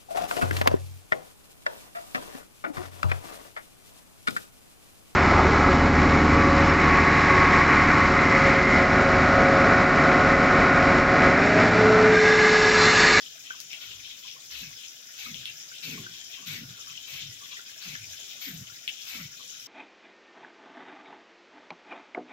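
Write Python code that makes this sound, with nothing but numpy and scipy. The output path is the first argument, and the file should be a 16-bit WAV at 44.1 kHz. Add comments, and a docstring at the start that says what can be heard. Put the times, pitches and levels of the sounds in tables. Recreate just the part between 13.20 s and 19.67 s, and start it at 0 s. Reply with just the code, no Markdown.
"""Meat sizzles in thick, oily gravy, close up in a small kitchen. A bed of fine frying runs from the
start, with wet spots sputtering over it. Drops of fat snap; small bubbles plip and gurgle. From 0.6 s
one big bubble swells about every two thirds of a second: it lets its steam out with a hiss, then
blubbers shut. Around 3 s, and again just after, steam whistles thinly through a pinhole, while the
frying and the big bubble carry on to the end."""
import sys
import numpy as np
from scipy import signal
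from scipy.fft import rfft, irfft, next_fast_len
from scipy.io import wavfile

SR = 44100
rng = np.random.default_rng(int(sys.argv[2]) if len(sys.argv) > 2 else 0)


def transcribe(signal):
    """Save signal, clipped to [-1, 1], as a 16-bit WAV file at the path in sys.argv[1]."""
    frames = np.atleast_2d(signal).T
    limited = np.clip(frames, -1, 1)
    pcm = np.round(limited * 32767).astype(np.int16)
    wavfile.write(sys.argv[1], SR, pcm)


N = 285327
TIME = np.arange(N) / SR

# Levels are set ahead of each layer's own trim and reverb.
# fader ride of the frying bed: t/s, level/dB
FRY_RIDE = [(0, -51), (.72, -51), (.94, -52.5), (1.7, -51), (2.05, -50), (4.45, -50.5), (4.95, -48.5),
            (5.3, -50.5)]
# EQ of the frying bed: f/Hz, level/dB
FRY_EQ = [(400, -17), (800, -17), (1100, -27), (1500, -12), (2200, -9.5), (3600, -0.5), (4350, -10),
          (5300, -1), (6800, -2), (8000, -15), (10000, -22), (12200, -15), (15500, -15)]
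# air resonances between the pan's walls: f/Hz, width/Hz, level/dB
PAN_AIR_MODES = [(673, 34, -8), (1070, 70, 0), (1275, 65, 0), (1500, 120, 3), (1980, 130, 2)]
# water meeting hot fat: t/s, length/s, level/dB, f/Hz
SPURT_CUES = [(0, 0.054, -49, 3300), (0.256, 0.12, -51, 3000), (0.496, 0.077, -50, 2976),
              (0.622, .17, -53, 3130), (.84, .12, -52, 3415), (1.027, .095, -51.5, 3080),
              (1.561, 0.095, -54, 3240), (2.135, 0.18, -52.5, 3185), (2.527, 0.075, -53, 3214),
              (2.78, 0.18, -59, 3500), (2.952, 0.057, -51, 3590), (3.1, 0.1, -49.5, 3000),
              (3.459, .2, -58.5, 3280), (3.686, .13, -54.5, 3280), (3.941, 0.14, -50, 3380),
              (4.209, .19, -56.5, 3167), (4.314, 0.021, -50.5, 3420), (4.461, 0.26, -59.5, 3363),
              (4.925, 0.27, -55.5, 3430), (5.729, .13, -55, 3100), (6.16, .1, -54, 3470),
              (6.3, 0.31, -57.5, 3515)]
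# the loudest drops of fat snapping: t/s, level/dB, f/Hz, left minus right/dB
SNAP_CUES = [(0.402, -20, 5830, 9), (0.5307, -18, 2740, 8), (2.1435, -22, 3160, 15),
             (2.2555, -14.5, 3170, 3), (3.9936, -24, 3100, 4), (5.6775, -10, 2910, 10.5),
             (5.8192, -25, 5000, 7)]
# the clearest small bubbles bursting: t/s, level/dB, f/Hz
PLIP_CUES = [(0.305, -30.5, 1525), (1.1625, -52, 1060), (2.062, -43, 1255), (2.516, -43, 1520),
             (2.7755, -46, 1100), (2.864, -37.5, 1530), (3.776, -31.5, 2940), (4.369, -37, 1900),
             (4.392, -43.5, 1440), (4.7522, -33, 1730), (5.497, -47.5, 1420)]
# chains of tiny bubbles: t/s, length/s, level/dB, f/Hz
GURGLE_CUES = [(0.311, .04, -61.5, 1140), (0.999, 0.083, -66.5, 1020), (3.155, 0.086, -63.5, 1040),
               (3.505, 0.21, -63, 1257), (4.195, 0.14, -61.5, 1070), (5.946, 0.066, -59, 1290),
               (6.185, .04, -62.5, 1100)]
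# the big bubble venting: t/s, length/s, hiss level/dB, whistle level/dB, mouth f/Hz
VENT_CUES = [(0.596, 0.084, -56.5, -75, 2600), (1.298, 0.34, -55.5, -73, 2660),
             (1.97, 0.26, -55, -69, 2456), (2.62, 0.29, -52.5, -65, 2477), (3.255, 0.23, -52, -63, 2203),
             (3.86, 0.26, -56.5, -61, 2327), (4.603, 0.3, -56, -78, 2404), (5.203, .19, -53.5, -50.5, 2080),
             (5.858, 0.34, -54, -78, 2360)]
# EQ of the steam's hiss: f/Hz, level/dB
STEAM_EQ = [(900, -12.5), (1400, -4.5), (2000, 1), (2600, 7.5), (3800, 7), (6500, -1.5), (9500, -18),
            (12500, -9.5), (14500, 0), (15500, -27)]
# the gravy gulping as steam pushes through: t/s, length/s, level/dB, f/Hz
GULP_CUES = [(0.664, 0.17, -65, 105.2), (1.323, 0.095, -62, 63.4), (1.42, 0.08, -55, 157.5),
             (2.07, 0.07, -57, 228), (2.09, 0.14, -53.5, 151.1), (2.677, 0.14, -50.5, 240),
             (2.66, .19, -51.5, 140), (2.66, 0.22, -59, 402), (3.195, 0.04, -58.5, 236.7),
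             (3.265, 0.1, -50.5, 153.2), (3.324, 0.13, -53, 235.6), (3.39, 0.15, -54, 135.7),
             (3.69, 0.073, -62, 127.4), (3.929, 0.038, -56, 129), (4.018, 0.1, -54, 136.4),
             (4.663, 0.098, -52.5, 160.4), (4.778, 0.16, -59, 98), (5.272, 0.045, -47, 237),
             (5.33, 0.11, -46, 151), (5.94, 0.063, -55.5, 235.4), (6.0, 0.079, -52.5, 154.5)]
# resonances of the gravy pocket: f/Hz, width/Hz, level/dB
POCKET_MODES = [(50.3, 13, -11.5), (108, 26, 8.5), (164.8, 24.7, 8.5), (250, 44, 9), (464, 270, 8)]
# steam whistling through a pinhole: t/s, length/s, level/dB, f/Hz
PINHOLE_CUES = [(2.9, .3, -51.5, 3130), (3.599, 0.51, -53, 3103)]
# stereo tilt of the microphone pair: f/Hz, left minus right/dB
MIC_BALANCE = [(1150, -0.5), (1800, 3), (2900, 10.5), (4400, 2.5), (5400, 0.5), (6600, 12), (8300, -5.5),
               (10000, -6.5), (14300, 17)]

LEFT_RIGHT = np.array([[1], [-1]])
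KITCHEN_T60_S = 0.14


def from_db(db):
    """Decibels to gain."""
    return 10 ** (np.asarray(db) / 20)


def unit_rms(x):
    """Normalise to rms 1."""
    return x / np.sqrt(np.mean(x ** 2) + 1e-20)


def at_hz(curve, hz):
    """Read an EQ curve on a log-frequency axis."""
    known, values = np.transpose(curve)
    return np.interp(np.log(hz + 1e-9), np.log(known), values)


def drift(rate_hz):
    """A smooth random modulator, rms about 1."""
    hop, run_in = 40, 2000
    r = np.exp(-2 * np.pi * hop * rate_hz / SR)
    slow = signal.lfilter([1], [1, -2 * r, r * r], rng.standard_normal(N // hop + run_in + 2))[run_in:]
    return np.interp(np.arange(N) / hop, np.arange(len(slow)), unit_rms(slow))


def resonance(x, hz, width_hz):
    """Two-pole resonator, unity gain at its peak."""
    r = np.exp(-np.pi * width_hz / SR)
    poles = [1, -2 * r * np.cos(2 * np.pi * hz / SR), r * r]
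    return signal.lfilter(np.array([1, 0, -1]) * (1 - r * r) / 2, poles, x + 1e-18)


def pass_filter(x, order, hz, kind):
    """Low-, high- or band-pass."""
    return signal.sosfilt(signal.butter(order, hz, kind, fs=SR, output="sos"), x)


def equalise(x, gain_db):
    """Apply an EQ given as a function of Hz."""
    size = next_fast_len(N + SR // 10)
    hz = np.arange(size // 2 + 1) * SR / size
    return irfft(rfft(x, size) * from_db(gain_db(hz)), size)[..., :N]


def bursts(per_s, spread_db):
    """Clicks at random moments: many small, a few large."""
    sizes = from_db(spread_db * np.minimum(rng.exponential(1, N), 5))
    return (rng.random(N) < per_s / SR) * sizes * rng.choice([-1, 1], N)


def swell(start, length):
    """A rounded envelope: its samples, its progress (0 to 1 during the cue) and its gain."""
    span = slice(max(round((start - length) * SR), 0), round((start + 2 * length) * SR))
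    life = np.clip((TIME[span] - start) / length, -1, 2)
    return span, life, 1 / (1 + (2 * life - 1) ** 8)


def pan_and_kitchen(x, wall_db, room_db, wall_t60=0.067, lag_s=0.00024):
    """Stereo space: the direct sound (left later), quick slaps off the pan wall, the kitchen's tail."""
    t = np.arange(SR // 2) / SR
    wall, room = rng.standard_normal((2, 2, len(t)))
    wall = wall * (rng.random(wall.shape) < 1 / 10) * (t > .0005) * from_db(-60 * t / wall_t60)
    room = room * (t > .006) * from_db(-60 * t / KITCHEN_T60_S)
    echoes = sum(from_db(db) * tail / np.linalg.norm(tail, axis=1, keepdims=True)
                 for tail, db in ((wall, wall_db), (room, room_db)))
    direct = np.array([np.roll(x, round(lag_s * SR)), x])
    return direct + signal.fftconvolve(x[None], echoes, axes=1)[:, :N]


def crackle(eq, per_s, spread_db, clump_db, patchy_db, cycles):
    """Tiny bubbles of all sizes burst in clumps at four spots of the pan, each ringing briefly."""
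    pitches = np.geomspace(400, 16000, 32)
    clicks = bursts(per_s, spread_db) * from_db(clump_db * drift(10))
    band = rng.choice(len(pitches), N, p=pitches / pitches.sum())   # small bubbles are the most common
    lags_s = np.linspace(.0001, .0004, 4)
    spots = np.zeros((len(lags_s), N))
    for k, hz in enumerate(pitches):
        ringing = resonance(clicks * (band == k), hz, hz / cycles)
        spots[k % len(spots)] += unit_rms(ringing) * np.sqrt(hz) * from_db(patchy_db * drift(9.1))
    stereo = sum(pan_and_kitchen(spot, wall_db=4.5, room_db=6, wall_t60=0.031, lag_s=lag)
                 for spot, lag in zip(spots, lags_s))
    return unit_rms(equalise(stereo, lambda hz: at_hz(eq, hz)))


def sizzle():
    """The bed: steady fine frying over a soft simmer that rings in the pan's air."""
    fry = crackle(FRY_EQ, per_s=8000, spread_db=4, clump_db=.8, patchy_db=1.7, cycles=9)
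    fader = from_db(np.interp(TIME, *np.transpose(FRY_RIDE)))
    simmer = np.zeros(N)
    for hz, width, db in PAN_AIR_MODES:
        gain = from_db(db + 5 * drift(7))
        simmer += gain * unit_rms(resonance(bursts(per_s=200, spread_db=2), hz, width))
    simmer = unit_rms(pan_and_kitchen(simmer, wall_db=7, room_db=-23))
    return from_db(6) * fader * fry + from_db(-64) * simmer


def singing(hz, width_hz):
    """A cavity stirred by turbulence sings: a noise band riding a pitch curve, rms 1."""
    run_in = SR // 10
    stir = rng.standard_normal((2, run_in + len(hz)))
    a, b = pass_filter(stir, 2, width_hz / 2, "low")[:, run_in:]
    phase = 2 * np.pi * np.cumsum(hz) / SR
    return unit_rms(a * np.cos(phase) + b * np.sin(phase))


def spurts(fade_db=-3, throb_db=4, gap_width_hz=750, wander=.045, rush_db=-1, linger_db=-10):
    """Water hits hot fat in a rush of tiny bursts, rings in its shifting escape gap and sputters out."""
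    rush = unit_rms(pass_filter(bursts(per_s=5000, spread_db=5.5), 4, [2400, 4000], "band"))
    bend = np.exp(wander * drift(14))
    throb = from_db(throb_db * drift(52))
    out = np.zeros(N)
    for start, length, db, hz in SPURT_CUES:
        span, life, gain = swell(start, length)
        gain = np.maximum(gain, from_db(linger_db) * (1 - (life - 1) ** 4))
        sputter = singing(hz * bend[span], gap_width_hz) + from_db(rush_db) * rush[span]
        out[span] += from_db(db + fade_db * (life - 1)) * gain * unit_rms(sputter * throb[span])
    return pan_and_kitchen(out, wall_db=-4, room_db=5.5)


def small_drops(per_s=2.9, db=-35.5, hz=5600, scatter_octaves=0.25, scatter_db=4.5):
    """Cues for small drops of fat snapping at loose intervals: t/s, level/dB, f/Hz."""
    timing, strength, tuning = rng.uniform(-1, 1, (64, 3)).T
    starts = (np.arange(len(timing)) + .5 + .5 * timing) / per_s
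    cues = np.transpose([starts, db + scatter_db * strength, hz * 2 ** (scatter_octaves * tuning)])
    return cues[starts < TIME[-1] - .01]


def snaps(cycles=2.5, tick_db=-22):
    """A drop of fat bursts with a bright tick and a heavily damped crack; small drops tick the most."""
    out = np.zeros((2, N))
    small = [(start, db, hz, at_hz(MIC_BALANCE, hz)) for start, db, hz in small_drops()]
    for start, db, hz, left_db in [*SNAP_CUES, *small]:
        span = slice(round(start * SR), round(start * SR) + SR // 20)
        life = np.clip((TIME[span] - start) * hz / cycles, 0, 10)
        crack = life ** 2 * np.exp(2 - 4 * life) * np.sin(2 * np.pi * cycles * life)
        crack[8] += from_db(tick_db) * (hz / 2500) ** 2   # one-sample tick on the attack
        lean_db = left_db - at_hz(MIC_BALANCE, hz)   # the microphones add the rest of the panning
        out[:, span] += from_db(db + LEFT_RIGHT * lean_db / 2) * crack
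    stereo = np.array([pan_and_kitchen(out[k], wall_db=0, room_db=-1, wall_t60=.12)[k] for k in (0, 1)])
    return from_db(8) * pass_filter(stereo, 2, 1700, "high")


def plips(cycles=9.9, glide=0.0079):
    """A bubble's cavity sings for a few cycles, rising a little as it opens; the pan's air rings on."""
    out = np.zeros(N)
    for start, db, hz in PLIP_CUES:
        span = slice(round(start * SR), round(start * SR) + SR // 20)
        life = np.clip((TIME[span] - start) * hz / cycles, 0, 1)
        envelope = np.abs(np.sin(np.pi * life)) ** .25
        out[span] += from_db(db) * envelope * np.sin(2 * np.pi * cycles * life * (1 + glide * life / 2))
    ring = sum(from_db(db) * resonance(out, hz, width) for hz, width, db in PAN_AIR_MODES)
    return pan_and_kitchen(out + .5 * ring, wall_db=-12, room_db=-8)


def gurgles(per_s=42, cycles=7.5, rise=0.035, scatter_octaves=0.13):
    """Quick chains of tiny bubbles of nearly one size, each chirping upward."""
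    out, age = np.zeros(N + SR), np.arange(SR // 25) / SR
    for start, length, db, hz in GURGLE_CUES:
        chain = np.zeros(round(length * SR) + len(age))
        for moment, tuning, strength in rng.random((max(round(per_s * length), 1), 3)):
            turns = age * hz * 2 ** (scatter_octaves * (2 * tuning - 1))
            life, at = turns / cycles, int(moment * length * SR)
            chirp = np.sin(2 * np.pi * turns * (1 + rise * (life - 1) / 2))
            chain[at:at + len(age)] += (1 + strength) * life * np.exp(-3 * life) * chirp
        at = round(start * SR)
        out[at:at + len(chain)] += from_db(db) * unit_rms(chain)
    return from_db(-2.5) * pan_and_kitchen(out[:N], wall_db=4, room_db=-10)


def steam(attack_s=0.02, release_t60=0.45, whistle_hz=14230):
    """Steam tears through the big bubble's skin with a fizzing hiss and a thin, very high whistle."""
    hiss_gain, whistle_gain = np.zeros((2, N))
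    for start, length, hiss_db, whistle_db, _ in VENT_CUES:
        age = TIME - start
        release = from_db(-60 * np.maximum(age - 0.34 * length, 0) / release_t60)
        flow = np.clip(age / attack_s, 0, 1) * release
        hiss_gain += flow * from_db(hiss_db)
        whistle_gain += flow * from_db(whistle_db)
    fizz = crackle(STEAM_EQ, per_s=16000, spread_db=2.5, clump_db=.8, patchy_db=2.2, cycles=12)
    whistle = resonance(rng.standard_normal((2, N)), whistle_hz, width_hz=240)
    whistle = unit_rms(resonance(whistle, whistle_hz, width_hz=900))
    return from_db(14) * hiss_gain * fizz + from_db(9) * whistle_gain * whistle


def mouth(width_hz=470, sag=0.21, open_share=0.51):
    """The venting bubble's mouth colours the steam, sinking in pitch as it opens."""
    out = np.zeros(N)
    for start, length, db, _, hz in VENT_CUES:
        span, life, gain = swell(start + .01, open_share * length)
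        out[span] += from_db(db) * gain * singing(hz * np.exp(sag * (.5 - life)), width_hz)
    return from_db(4) * pan_and_kitchen(out, wall_db=-3, room_db=1.5)


def blubber(flaps_per_s=400, side_db=-9, sag=.25, floor_db=-71, reach_octaves=0.51, roll_db=-17):
    """Each gulp hums, sinking as its cavity swells; flaps of gravy thump the pocket's nearby modes."""
    hum, drive = np.zeros(N), np.full((len(POCKET_MODES), N), from_db(floor_db))
    waver = 0.047 * drift(32)
    pocket_hz = np.array(POCKET_MODES)[:, :1]
    # low end: the gravy heaves under every vent
    delay_s, heave_s, heave_db, heave_hz = 0.064, .17, -67.5, 53.1
    heaves = [(start + delay_s, heave_s, heave_db, heave_hz) for start, *_ in VENT_CUES]
    for start, length, db, hz in [*GULP_CUES, *heaves]:
        span, life, gain = swell(start, length)
        gain = from_db(db) * np.maximum(gain, from_db(roll_db) * (1 - (life - 1) ** 4))   # rolls on
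        pitch = hz * np.exp(sag * (.5 - life) + waver[span])
        hum[span] += gain * np.sin(2 * np.pi * np.cumsum(pitch) / SR)
        drive[:, span] += gain * np.exp(-(np.log2(pocket_hz / pitch) / reach_octaves) ** 2 / 2)
    flaps = np.array([bursts(flaps_per_s, spread_db=0) for _ in range(2)])
    mid, side = sum((-1) ** k * drive[k] * from_db(db) * unit_rms(resonance(flaps, hz, width))
                    for k, (hz, width, db) in enumerate(POCKET_MODES))
    thumps = pass_filter(mid + from_db(side_db) * side * LEFT_RIGHT, 4, 500, "low")
    return from_db(-12) * thumps + from_db(2.5 + drift(26)) * hum


def pinhole(width_hz=85, waver=0.00306):
    """Steam through a pinhole: a thin, breathy whistle, near steady in pitch, fluttering in level."""
    bend = np.exp(waver * drift(5.94))
    flutter = from_db(3.5 * drift(20))
    out = np.zeros(N)
    for start, length, db, hz in PINHOLE_CUES:
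        span, _, gain = swell(start, length)
        out[span] += from_db(db) * gain * unit_rms(flutter[span] * singing(hz * bend[span], width_hz))
    return pan_and_kitchen(out, wall_db=-9, room_db=-6)


def scene():
    """The stereo mix of everything in the pan."""
    return sizzle() + steam() + mouth() + pinhole() + blubber() + gurgles() + plips() + snaps() + spurts()


def record(dry):
    """Each microphone has its own colour; a steep high cut at 15.8 kHz takes off the top."""
    def microphones_db(hz):
        """Constant-power panning, frequency by frequency."""
        lead_db = at_hz(MIC_BALANCE, hz) * LEFT_RIGHT
        return -10 * np.log10((1 + from_db(-lead_db) ** 2) / 2)
    high_cut = signal.ellip(12, .1, 80, 15800, fs=SR, output="sos")
    return signal.sosfilt(high_cut, equalise(dry, microphones_db))


dry = scene()
out = record(dry)
transcribe(out)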